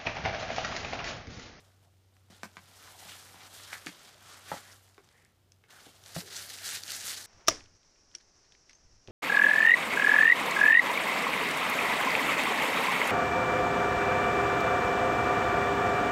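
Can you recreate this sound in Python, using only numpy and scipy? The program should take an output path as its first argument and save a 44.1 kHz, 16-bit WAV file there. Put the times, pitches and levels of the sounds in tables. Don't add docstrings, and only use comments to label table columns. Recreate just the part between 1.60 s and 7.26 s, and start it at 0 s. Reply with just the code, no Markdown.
import sys
import numpy as np
from scipy import signal
from scipy.fft import rfft, irfft
from scipy.io import wavfile
from scipy.ndimage import uniform_filter1d

SR = 44100
rng = np.random.default_rng(int(sys.argv[2]) if len(sys.argv) > 2 else 0)


def int16_out(signal):
    q = np.round(np.clip(np.atleast_2d(signal).T, -1, 1) * 32767)
    wavfile.write(sys.argv[1], SR, q.astype(np.int16))


N = 249606


def undb(db):
    return 10 ** (np.asarray(db) / 20)


def unit(x):
    return x / np.sqrt(np.mean(x ** 2))


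def crest(x):
    return x / np.max(np.abs(x))


def steady(x):
    return x / np.sqrt(np.abs(uniform_filter1d(x ** 2, size=2600)) + 1e-12)


def walk(rate_hz):
    hold = max(int(SR / rate_hz), 1)
    steps = rng.standard_normal(N)[np.arange(N) // hold]
    return 1.33 * uniform_filter1d(steps, hold)


def colour(x, curve):
    hz, db = np.transpose(curve)
    size = 4096
    bins_hz = np.maximum(np.fft.rfftfreq(size, 1 / SR), 1)
    gain = undb(np.interp(np.log(bins_hz), np.log(hz), db))
    cepstrum = irfft(np.log(gain))
    cepstrum[1:size // 2] *= 2
    cepstrum[size // 2 + 1:] = 0
    response = irfft(np.exp(rfft(cepstrum)))
    return signal.fftconvolve(x, response)[:len(x)]


def ring(x, hz, q):
    hz = min(hz, SR / 3)
    return signal.lfilter(*signal.iirpeak(hz, max(q, 3 * hz / SR), fs=SR), x)


def add(out, start_s, sound):
    i = max(int(start_s * SR), 0)
    out[i:i + len(sound)] += sound[:len(out) - i]


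def effort(moves):
    t, power = np.arange(N) / SR, 1e-14
    for start_s, hold_s, level_db, attack_s, release_s in moves:
        fade = np.maximum(start_s - t, 0) / attack_s + np.maximum(t - start_s - hold_s, 0) / release_s
        power = power + (undb(level_db) * np.exp(-fade)) ** 2
    return 10 * np.log10(power)


def room(x, echo_db, tail_db, t60_s):
    # delay_s, gain_db
    echoes = [(.0092, -21.5), (0.0121, -11), (0.0138, -20), (.0225, -7)]
    t = np.arange(SR // 2) / SR
    fade_in = np.clip(t / 0.0069 - .5, 0, 1)
    tail = rng.standard_normal(len(t)) * undb(-60 * t / t60_s) * fade_in
    tail_eq = [(100, -7.0), (700, -13.0), (4000, -9.5), (15000, -1.5)]
    response = colour(tail / np.linalg.norm(tail), tail_eq) * undb(tail_db)
    response[0] += 1
    for delay_s, gain_db in echoes:
        add(response, delay_s, undb([gain_db + echo_db]))
    return signal.fftconvolve(x, response)[:N]


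def room_hiss(level_db=-70):
    # freq_hz, gain_db
    air_eq = [(25, -7.5), (60, 0), (110, 4), (200, -7.5), (400, -7.5), (1000, -26), (3000, -19.5),
              (8000, -26.5), (15000, -30)]
    return undb(level_db) * unit(colour(rng.standard_normal(N), air_eq))


def hum(pitch_hz=95, level_db=-65.5):
    # middle_s, half_length_s, depth_db
    dips = [(2.387, .08, -34), (3.42, .04, -19), (3.657, 0.13, -17), (4.197, 0.09, -14)]
    t = np.arange(N) / SR
    dip_db = sum(depth_db * np.exp(-.5 * ((t - middle_s) / half_s) ** 2)
                 for middle_s, half_s, depth_db in dips)
    phase = 2 * np.pi * np.cumsum(pitch_hz + 0.6 * walk(4.9)) / SR
    return unit(np.sin(phase)) * undb(level_db + dip_db + 0.5 * walk(36))


def box_knocks():
    # start_s, peak_db, cutoff_hz, click_db, thump_hz, thump_db
    contacts = [(.701, -49.5, 1700, -6, 195, 2.5), (0.833, -24, 3400, -6.5, 203, -14),
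                (.969, -30, 3280, -13, 188, -18), (1.454, -48.5, 1310, -25, 183, -5),
                (1.743, -44, 1170, -30, 170, -11), (2.130, -25, 4200, -20, 180, -32),
                (2.263, -26, 13600, -26, 300, -6), (2.269, -21.5, 4100, -15, 171, -20),
                (2.917, -21.5, 1640, -28, 163, -15.5), (2.926, -35.5, 1350, -30, 165, -30),
                (2.941, -30.5, 1300, -28, 283, -13), (3.380, -41, 2670, -12, 400, -1),
                (4.039, -47, 4180, -16, 432, -9), (4.267, -43.5, 920, -26, 292, -3.5),
                (4.563, -30, 750, -17, 161.4, 3), (4.564, -30.5, 3280, -9, 296, -23)]
    # pitch_hz, width_hz, gain_db
    wall_modes = [(710, 20, 7.5), (824, 24, 9.5), (1530, 63, -1), (1900, 220, -16), (2200, 370, 0.5),
                  (3600, 120, -11), (5770, 3400, 4)]
    spot_ratio, decay_cycles = 0.43, 2.05
    raps, thumps, t = np.zeros(N), np.zeros(N), np.arange(8192) / SR
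    for start_s, peak_db, cutoff_hz, click_db, thump_hz, thump_db in contacts:
        push = (t == 0) + 0.089 * rng.standard_normal(len(t)) * np.exp(-t / 0.0041)
        softness = signal.butter(5, min(cutoff_hz, SR / 3), fs=SR, output="sos")
        force = signal.sosfilt(softness, push) + undb(click_db) * push
        flex = ring(force, spot_ratio * cutoff_hz, q=1.18)
        walls = sum(undb(db) * ring(flex, hz, q=hz / width_hz) for hz, width_hz, db in wall_modes)
        add(raps, start_s, undb(peak_db) * crest(flex + walls))
        phase = 2 * np.pi * thump_hz * t
        low_modes = np.sin(phase) - undb(-13.5) * np.sin(1.83 * phase)
        envelope = np.exp(-t * thump_hz / decay_cycles) * (1 - np.exp(-t / 0.0022))
        add(thumps, start_s, undb(peak_db + thump_db) * low_modes * envelope)
    return raps, thumps


def edge_drags():
    # middle_s, half_length_s, level_db, pitch_hz
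    drags = [(0.08, 0.023, -73, 590), (0.268, 0.022, -71.5, 670), (2.56, 0.016, -62, 584),
             (1.403, 0.1, -61, 807), (1.515, 0.025, -52.5, 3130), (1.847, 0.1, -60.5, 760),
             (2.053, 0.083, -56, 3600), (2.137, 0.027, -48, 1620), (2.71, 0.037, -59, 1200),
             (3.08, 0.032, -60, 1810), (3.594, .07, -68.5, 1900), (4.147, 0.035, -60.5, 1560),
             (4.673, 0.045, -58, 415)]
    out, t = np.zeros(N), np.arange(N) / SR
    for middle_s, half_s, level_db, pitch_hz in drags:
        slips = rng.standard_normal(N) * undb(2 * walk(280))
        tone = ring(ring(slips, pitch_hz, q=2.9), pitch_hz, q=2.9)
        swell = np.exp(-.5 * ((t - middle_s) / half_s) ** 2)
        out += unit(tone) * undb(level_db) * swell
    return out


def rub():
    # freq_hz, gain_db
    rub_eq = [(40, -16), (90, -2), (170, -2), (300, -3), (500, -1), (780, 1.5), (1050, -4), (1400, -2.5),
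              (2200, -23.5)]
    catches = rng.standard_normal(N) * undb(1.73 * walk(300))
    return steady(colour(catches, rub_eq))


def creases(per_s, spread_db, tint_db, q):
    size_db = spread_db * np.minimum(rng.exponential(size=N), 4.5)
    clicks = (rng.random(N) < per_s / SR) * undb(size_db) * rng.choice([-1, 1], N)
    out = 0
    for facet_hz in np.geomspace(700, 15000, 12):
        tint = undb(tint_db * np.clip(rng.standard_normal(N), -2, 2)) * rng.choice([-1, 1], N)
        flicker = undb(2.72 * walk(70) + 2.0 * walk(9))
        out = out + ring(clicks * tint, facet_hz, q) * flicker
    return unit(out)


def sliding(sheen_hz=7000):
    # start_s, hold_s, level_db, attack_s, release_s, brightness_db
    strokes = np.array([(0.01, 0.027, -66.5, 0.032, 0.11, -3), (.23, 0.016, -72.5, .03, 0.039, 0),
                        (0.56, 0.013, -76.5, .04, .04, 2), (.704, 0.018, -58.5, 0.0027, .13, -6),
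                        (1.267, 0.043, -53.5, 0.22, 0.054, 0.5), (1.394, 0.098, -53.5, 0.033, 0.04, 3.5),
                        (1.492, 0.028, -51, 0.024, 0.31, 5), (1.836, 0.039, -52, 0.096, 0.01, -5),
                        (1.931, 0.24, -52.5, 0.021, 0.077, 3.5), (2.127, 0.012, -47, 0.0064, 0.027, 1.5),
                        (2.272, 0.055, -54, 0.12, 0.064, -4), (2.437, 0.054, -53.5, 0.13, 0.063, -9),
                        (2.699, 0.046, -51, 0.1, 0.13, -5.5), (2.89, 0.085, -46, 0.034, 0.036, -4),
                        (3.04, 0.088, -56, 0.062, 0.056, -3), (3.237, 0.045, -68, 0.027, 0.2, 5.5),
                        (3.445, 0.16, -70, 0.06, 0.099, -7), (4.106, 0.17, -56.5, 0.01, 0.075, -6),
                        (4.356, 0.15, -65, 0.023, .05, 2.5)])
    # freq_hz, gain_db
    slide_eq = [(590, -55), (1000, -2), (1350, 1), (2080, -0.5), (2390, -1.5), (2590, -3), (3180, 0),
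                (6480, -3), (7880, -3.5), (13800, -9), (15500, -18)]
    resting_db = -81.5
    stroke_db = np.maximum(effort(strokes[:, :-1]), resting_db)
    bright_db = np.interp(np.arange(N) / SR, strokes[:, 0], strokes[:, -1])
    slips = steady(colour(creases(per_s=9000, spread_db=1.0, tint_db=4, q=1.56), slide_eq))
    sheen = signal.sosfiltfilt(signal.butter(1, sheen_hz, "high", fs=SR, output="sos"), slips)
    whisper = undb(stroke_db - 0.3) * (slips + (undb(bright_db) - 1) * sheen)
    strays = colour(creases(per_s=120, spread_db=1.0, tint_db=5.0, q=3.5), slide_eq)
    ticks = unit(strays) * undb(0.66 * stroke_db - 30.5)
    rub_db = -57 + 0.61 * (stroke_db - stroke_db.max())
    return whisper + undb(rub_db) * rub() + ticks


def crease_snaps():
    # start_s, peak_db, centre_hz
    snaps = [(0.567, -53, 1900), (2.544, -45.5, 3530), (3.129, -40, 5000), (3.28, -54, 1620),
             (3.345, -53, 4300), (3.489, -47, 3040), (3.649, -49, 5940), (3.920, -43.5, 3460),
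             (4.438, -41, 4460), (4.461, -34, 4220), (4.893, -31, 5500), (4.987, -33.5, 1880),
             (5.235, -26.5, 4440), (5.280, -26, 4800), (5.305, -23, 4200), (5.319, -24.5, 5900),
             (5.320, -25, 7060)]
    out, t = np.zeros(N), np.arange(1024) / SR
    for start_s, peak_db, centre_hz in snaps:
        burst = rng.standard_normal(len(t)) * np.exp(-t / 0.0011)
        pop = ring(ring(burst, centre_hz, q=1.0), centre_hz, q=0.8)
        add(out, start_s, undb(peak_db) * crest(pop))
    return out


def crinkling(crackle_db=-10):
    # start_s, hold_s, level_db, attack_s, release_s
    pulls = [(4.47, 0.081, -53.5, 0.025, .03), (4.558, 0.053, -42, 0.015, 0.013),
             (4.672, 0.01, -50.5, 0.033, 0.035), (4.75, 0.044, -41, 0.045, 0.086),
             (4.897, 0.049, -45, 0.013, 0.065), (4.985, 0.038, -50.5, 0.025, 0.038),
             (5.052, 0.11, -37.5, 0.022, 0.032), (5.305, 0.063, -40, 0.055, 0.04),
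             (5.475, 0.036, -36.5, 0.072, 0.05), (5.575, 0.028, -44, 0.036, 0.057),
             (5.645, .03, -51, 0.0061, .03)]
    # freq_hz, gain_db
    tissue_eq = [(530, -30), (1000, -20), (1380, -5), (1670, -1.5), (2000, -3.5), (2500, -6.5), (3300, -4),
                 (4440, -1.5), (5310, -4.5), (6200, -4.5), (9500, -7.5), (13300, -12.5), (15500, -17)]
    pull_db = effort(pulls)
    force_db = pull_db - pull_db.max()
    buckles = creases(per_s=5000 * undb(0.33 * force_db), spread_db=0.0, tint_db=-0.5, q=2.2)
    fine = steady(colour(buckles * undb(0.26 * walk(90)), tissue_eq))
    stiff = unit(colour(creases(per_s=170, spread_db=-0.5, tint_db=4, q=2.6), tissue_eq))
    crinkle = undb(-0.4) * fine + undb(crackle_db) * stiff
    flutter = undb(-55.5 + 0.39 * force_db) * rub()
    return undb(pull_db) * crinkle + flutter


def scene():
    paper = sliding() + crinkling() + crease_snaps() + edge_drags()
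    raps, thumps = box_knocks()
    close_paper = room(paper, echo_db=-14, tail_db=-10.5, t60_s=0.09)
    box_boom = room(thumps, echo_db=1, tail_db=-5.5, t60_s=0.2)
    box_raps = room(raps, echo_db=-6.5, tail_db=4.5, t60_s=0.12)
    return (close_paper + box_boom + box_raps + hum() + room_hiss())[None]


def record(dry):
    low_cut = signal.butter(2, 42, "high", fs=SR, output="sos")
    high_cut = signal.ellip(10, .2, 70, 15400, fs=SR, output="sos")
    return signal.sosfilt(high_cut, signal.sosfilt(low_cut, dry))


dry = scene()
out = record(dry)
int16_out(out)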